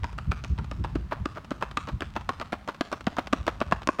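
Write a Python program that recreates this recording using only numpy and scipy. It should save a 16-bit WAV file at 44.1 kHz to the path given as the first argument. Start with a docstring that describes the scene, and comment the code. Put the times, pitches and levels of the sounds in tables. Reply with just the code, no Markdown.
"""A horse comes up an asphalt road at a quick, even gait; at first, gusts buffet the microphone.
Each hoof ticks down with its toe, scuffs, then slaps flat: a thud, a hollow cup of air, a ring of horn.
The wood beside the road answers; tack and loose grit tick between steps.
The gusts thin out, and the steps grow louder and drier until the horse is close by."""
import sys
import numpy as np
from scipy import signal
from scipy.fft import rfft, irfft, next_fast_len
from scipy.io import wavfile
from scipy.ndimage import uniform_filter1d

SR = 44100
rng = np.random.default_rng(int(sys.argv[2]) if len(sys.argv) > 2 else 0)


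def master(y):
    """Save y as 16-bit WAV."""
    cut = np.clip(np.atleast_2d(y).T, -1, 1)
    pcm = np.round(cut * 32767)  # scale
    wavfile.write(sys.argv[1], SR, pcm.astype(np.int16))


N = 176400

# Spectrum of a hard snap: freq_hz, level_db
CRACK_SPECTRUM = [(300, -88), (1200, 0.5), (2600, 9), (4500, 2), (8000, -9), (10500, -21.5), (16000, -34)]
# Spectrum of crunching grit: freq_hz, level_db
GRIT_SPECTRUM = [(120, -29.5), (250, 3), (650, 0.5), (1300, 4), (2100, -11), (2700, -13), (7500, -40)]


def amp(db):
    """Decibels to gain."""
    return 10 ** (np.asarray(db) / 20)


def unit(x):
    """Scale to rms 1."""
    return x / np.sqrt(np.mean(x ** 2) + 1e-20)


def bin_gains(spectrum, size):
    """Gain per FFT bin, interpolated over log frequency."""
    freq_hz, level_db = np.transpose(spectrum)
    bin_hz = np.fft.rfftfreq(size, 1 / SR)
    return amp(np.interp(np.log(bin_hz + 1), np.log(freq_hz + 1), level_db))


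def add(track, start_s, sound):
    """Mix a sound into a track."""
    i = int(np.clip(round(start_s * SR), 0, N))
    track[i:i + len(sound)] += sound[:N - i]


def coloured(x, spectrum):
    """Minimum-phase filter of unit energy."""
    size = 2048
    cepstrum = irfft(np.log(bin_gains(spectrum, size)))
    cepstrum[1:size // 2] *= 2
    cepstrum[size // 2 + 1:] = 0
    impulse = irfft(np.exp(rfft(cepstrum)))
    return signal.fftconvolve(x, impulse / np.linalg.norm(impulse))[:len(x)]


def noise(spectrum):
    """Steady coloured noise of rms 1."""
    return unit(irfft(rfft(rng.standard_normal(N)) * bin_gains(spectrum, N), N))


def fade(t, t60_s):
    """Exponential decay."""
    return np.exp(-np.log(1000) * t / t60_s)


def burst(t, t60_s):
    """Decaying white noise."""
    return rng.standard_normal(len(t)) * fade(t, t60_s)


def horse():
    """Steps and their echoes, drier as the horse nears."""
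    # Hoof falls: toe_s, sole_s, tick_db, crack_db, thud_db, cup_db, horn_db, scuff_db,
    # thud_hz, cup_hz, horn_hz, horn_decay_s
    hoof_falls = [(.034, .0428, -34.5, -31, -34, -41, -24.5, -37.5, 202, 590, 962, 0.034),
                  (0.181, 0.186, -33, -34, -54, -62, -27.5, -44, 302, 706, 1310, 0.013),
                  (0.314, 0.318, -34, -29, -27.5, -52, -20.5, -35, 202, 645, 1320, 0.017),
                  (0.439, 0.4462, -30.5, -32, -50, -60, -47, -45, 300, 680, 1380, 0.018),
                  (0.5793, 0.5865, -41, -38, -44, -54, -34, -39, 200, 590, 920, 0.047),
                  (.713, 0.714, -33, -37, -26.5, -29, -33.5, -43, 265, 590, 1230, 0.041),
                  (0.8405, 0.8463, -35.5, -39, -24.5, -36, -24, -36.5, 318, 647, 931, 0.027),
                  (.953, .9556, -38, -36.5, -9.5, -28, -32.5, -39.5, 303, 644, 1310, 0.02),
                  (1.111, 1.1218, -42, -53, -31, -23, -20.5, -30, 403, 645, 970, 0.018),
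                  (1.2548, 1.2572, -35.5, -30.5, -13.5, -28, -24, -41, 292, 613, 1199, 0.035),
                  (1.3577, 1.3717, -48, -50, -26.5, -29, -33.5, -37, 400, 613, 1290, 0.012),
                  (1.5073, 1.514, -31.5, -46, -15, -23.5, -28, -35, 267, 590, 1276, 0.011),
                  (1.611, 1.625, -40, -29.5, -27.5, -25.5, -16.5, -31.5, 201, 595, 1010, 0.013),
                  (1.77, 1.772, -31.5, -20, -20.5, -50, -18.5, -32, 283, 800, 1202, 0.034),
                  (1.873, 1.887, -36.5, -39, -30, -38, -36, -32.5, 225, 564, 1150, 0.025),
                  (2.0069, 2.021, -25, -33, -18, -38, -21.5, -35, 343, 697, 1480, 0.0086),
                  (2.155, 2.164, -39, -33.5, -25, -32, -22, -32.5, 230, 740, 900, 0.021),
                  (2.2904, 2.2918, -29.5, -26, -17, -30, -18.5, -30.5, 373, 790, 1090, 0.033),
                  (2.399, 2.4136, -31.5, -32, -34, -24, -37, -32, 348, 638, 910, 0.013),
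                  (2.523, 2.529, -29.5, -33, -18, -23, -21.5, -29.5, 273, 714, 790, 0.0086),
                  (2.6765, 2.6863, -32.5, -35.5, -21.5, -23, -30, -29.5, 350, 626, 926, 0.026),
                  (2.8094, 2.8097, -23.5, -24, -12, -20.5, -20, -31.5, 291, 686, 1175, 0.019),
                  (2.9165, 2.9272, -32, -28.5, -23, -19, -32, -29.5, 404, 588, 1080, 0.0087),
                  (3.0678, 3.0702, -23.5, -33, -10, -18, -21, -29.5, 212, 687, 1130, 0.012),
                  (3.1675, 3.185, -33.5, -33.5, -15.5, -15, -19, -26, 277, 698, 910, 0.018),
                  (3.3276, 3.3316, -21, -21, -8, -15, -14.5, -31, 275, 640, 1176, 0.026),
                  (3.467, 3.4788, -24, -25, -16, -16.5, -20, -26, 348, 655, 995, .028),
                  (3.604, 3.6143, -30, -36, -13.5, -15.5, -18.5, -29.5, 271, 647, 1163, 0.022),
                  (3.7125, 3.7232, -35, -25.5, -16, -16, -10, -29, 195, 720, 1058, 0.016),
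                  (3.8734, 3.8888, -16.5, -30.5, -9, -15.5, -13.5, -41, 310, 612, 1068, 0.03),
                  (3.987, 3.995, -38, -29.5, -18, -14.5, -22.5, -28.5, 360, 586, 980, 0.02)]
    far_echo_db, near_echo_db = -9, -15
    out = np.zeros(N)
    for toe_s, sole_s, *settings in hoof_falls:
        step = hoof_fall(sole_s - toe_s, *settings)
        echo_db = np.interp(toe_s, [0, N / SR], [far_echo_db, near_echo_db])
        add(out, toe_s, step)
        add(out, toe_s, amp(echo_db) * trees(step))
    return out


def hoof_fall(roll_s, tick_db, crack_db, thud_db, cup_db, horn_db, scuff_db, *tuning):
    """The toe ticks and sets the hoof ringing; roll_s later the sole slaps flat."""
    t = np.arange(SR // 10) / SR
    sole_t = np.maximum(t - roll_s, 0)
    toe_ring = hoof_body(t, *tuning, thud_db=7.5, cup_db=0, horn_db=0)
    toe = amp(tick_db - 3.5) * toe_ring * fade(t, t60_s=0.039)
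    sole = hoof_body(sole_t, *tuning, thud_db, cup_db, horn_db)
    tick = amp(tick_db) * burst(t, t60_s=0.007)
    crack = amp(crack_db) * burst(sole_t, t60_s=0.013) * (sole_t > 0)
    return toe + sole + coloured(tick + crack, CRACK_SPECTRUM) + amp(scuff_db) * scuff(t, roll_s)


def hoof_body(t, thud_hz, cup_hz, horn_hz, horn_decay_s, thud_db, cup_db, horn_db):
    """Thud of the weight, air cupped under the sole, its blunt slap and the modes of the horn."""
    # Further hoof modes: pitch_hz, level_re_horn_db, decay_s
    overtones = [(1369, -3.5, 0.01), (1673, -11.5, 0.025), (2553, -11.5, 0.016)]
    thud_cycles, scatter_db, detune = 7, 1.5, 0.05
    thud = amp(thud_db) * ring(t, thud_hz, thud_cycles / thud_hz, attack_s=0.0025)
    cup = amp(cup_db) * ring(t, cup_hz, decay_s=0.023)
    slap = amp(horn_db + 2) * ring(t, pitch_hz=1026, decay_s=0.0041, attack_s=0.0002)
    horn = amp(horn_db) * ring(t, horn_hz, horn_decay_s)
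    for pitch_hz, level_db, decay_s in overtones:
        pitch_draw, level_draw = rng.standard_normal(2)
        gain = amp(horn_db + level_db + scatter_db * level_draw)
        horn += gain * ring(t, pitch_hz * (1 + detune * pitch_draw), decay_s)
    return thud + cup + slap + horn


def ring(t, pitch_hz, decay_s, attack_s=0.0004):
    """One mode, choked ever faster as the hoof takes the weight."""
    load_exponent = 1.58
    choke = fade((t / decay_s) ** load_exponent, 0.65)
    return -np.sin(2 * np.pi * pitch_hz * t) * choke * (1 - np.exp(-t / attack_s))


def scuff(t, roll_s):
    """Grit crunches and fine sand scrapes, most once the sole is down."""
    grains_per_s, spread_db = 2600, 5
    toe_only_db, hold_s = -6, 0.0091
    sand_db, sand_top_hz = -16, 6100
    shape = (2, len(t))
    sizes = amp(spread_db * np.clip(rng.standard_normal(shape), -2, 2))
    hits = rng.random(shape) < grains_per_s / SR
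    grains = sizes * hits * np.sign(rng.standard_normal(shape))
    release = fade(np.maximum(t - roll_s - hold_s, 0), t60_s=0.042)
    coarse, fine = unit(grains) * amp(toe_only_db * (t < roll_s)) * release
    sand = signal.lfilter(*signal.butter(2, sand_top_hz, fs=SR), coloured(fine, CRACK_SPECTRUM))
    return coloured(coarse, GRIT_SPECTRUM) + amp(sand_db) * sand


def trees(step):
    """Countless trunks each send back a faint copy of the step, blurred in pitch."""
    # Echo colour: freq_hz, level_db
    echo_spectrum = [(300, -11), (750, -4.5), (1100, -4), (1700, -4), (6000, -1)]
    trunks_per_s, build_s, blur_hz = 1500, 0.029, 191
    t = np.arange(SR // 2) / SR
    reflections = burst(t, t60_s=0.34) * (rng.random(len(t)) < trunks_per_s / SR)
    reflections *= 1 - np.exp(-(t / build_s) ** 2)
    blurred_power = uniform_filter1d(np.abs(rfft(step, len(t))) ** 2, int(blur_hz * len(t) / SR))
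    echo = irfft(rfft(reflections / np.linalg.norm(reflections)) * np.sqrt(np.abs(blurred_power)))
    return coloured(echo, echo_spectrum)


def tack():
    """Small ticks and knocks of harness and saddle."""
    # Tack knocks: start_s, level_db
    knocks = [(.128, -40.5), (0.644, -38), (1.446, -38), (1.712, -33.5), (2.21, -39.5), (2.745, -36),
              (3.008, -33.5), (3.271, -29), (3.8186, -35.5), (3.8317, -38)]
    t60_s, tick_db = 0.032, -8.5
    out, t = np.zeros(N), np.arange(SR // 10) / SR
    for start_s, level_db in knocks:
        tick = amp(tick_db) * coloured(burst(t, t60_s), CRACK_SPECTRUM)
        knock = coloured(burst(t, t60_s), GRIT_SPECTRUM)
        add(out, start_s, amp(level_db) * (tick + knock))
    return out


def wind():
    """A breeze and short gusts buffet the microphone; the swirl gains in strong gusts."""
    # Breeze strength: time_s, level_db
    breeze = [(0, -40), (.9, -34.5), (1.4, -46), (2.2, -41.5), (2.7, -55.5), (3.2, -47.5), (3.7, -37.5),
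              (3.95, -55.5)]
    # Gusts: centre_s, peak_db
    gusts = [(.037, -28), (0.292, -24), (0.519, -23.5), (.609, -24.5), (.804, -22.5), (.961, -28),
             (1.22, -32.5), (1.948, -28.5), (3.408, -36.5)]
    # Low buffeting: freq_hz, level_db
    rumble_spectrum = [(20, -32), (55, 1.5), (80, -2), (130, -7.5), (220, -20), (600, -92)]
    # Upper buffeting: freq_hz, level_db
    swirl_spectrum = [(60, -9), (150, 9.5), (320, -3), (600, -24), (1500, -91)]
    gust_sigma_s = 0.017
    strong_db, swirl_db, swirl_exponent = -16, -13.5, 1.1
    t = np.arange(N) / SR
    force = amp(np.interp(t, *np.transpose(breeze)))
    for centre_s, peak_db in gusts:
        gust = amp(peak_db) * np.exp(-((t - centre_s) / gust_sigma_s) ** 2 / 2)
        force = np.hypot(force, gust)
    swirl = amp(strong_db + swirl_db) * (force / amp(strong_db)) ** swirl_exponent
    return force * noise(rumble_spectrum) + swirl * noise(swirl_spectrum)


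def air():
    """Steady hush of still outdoor air."""
    # Hush: freq_hz, level_db
    air_spectrum = [(60, 1.5), (200, 10.5), (450, -13), (1100, -3), (2000, -13), (4000, -19.5),
                    (12000, -36.5)]
    return amp(-52) * noise(air_spectrum)


def loose_grit():
    """Grit kicked along the road ticks faintly, louder as the horse nears."""
    ticks_per_s, start_db, rise_db_per_s, spread_db = 41, -48.5, 2, 6.5
    t = np.arange(N) / SR
    level_db = start_db + rise_db_per_s * t + spread_db * np.clip(rng.standard_normal(N), -2, 2)
    hits = rng.random(N) < ticks_per_s / SR
    return coloured(hits * amp(level_db), CRACK_SPECTRUM)


def scene():
    """All sources, mono."""
    return (horse() + tack() + wind() + air() + loose_grit())[None]


def record(dry):
    """Brick-wall low-pass."""
    top_hz = 16200
    size = next_fast_len(N + SR // 2)
    passband = np.fft.rfftfreq(size, 1 / SR) < top_hz
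    return irfft(rfft(dry, size) * passband, size)[:, :N]


dry = scene()
out = record(dry)
master(out)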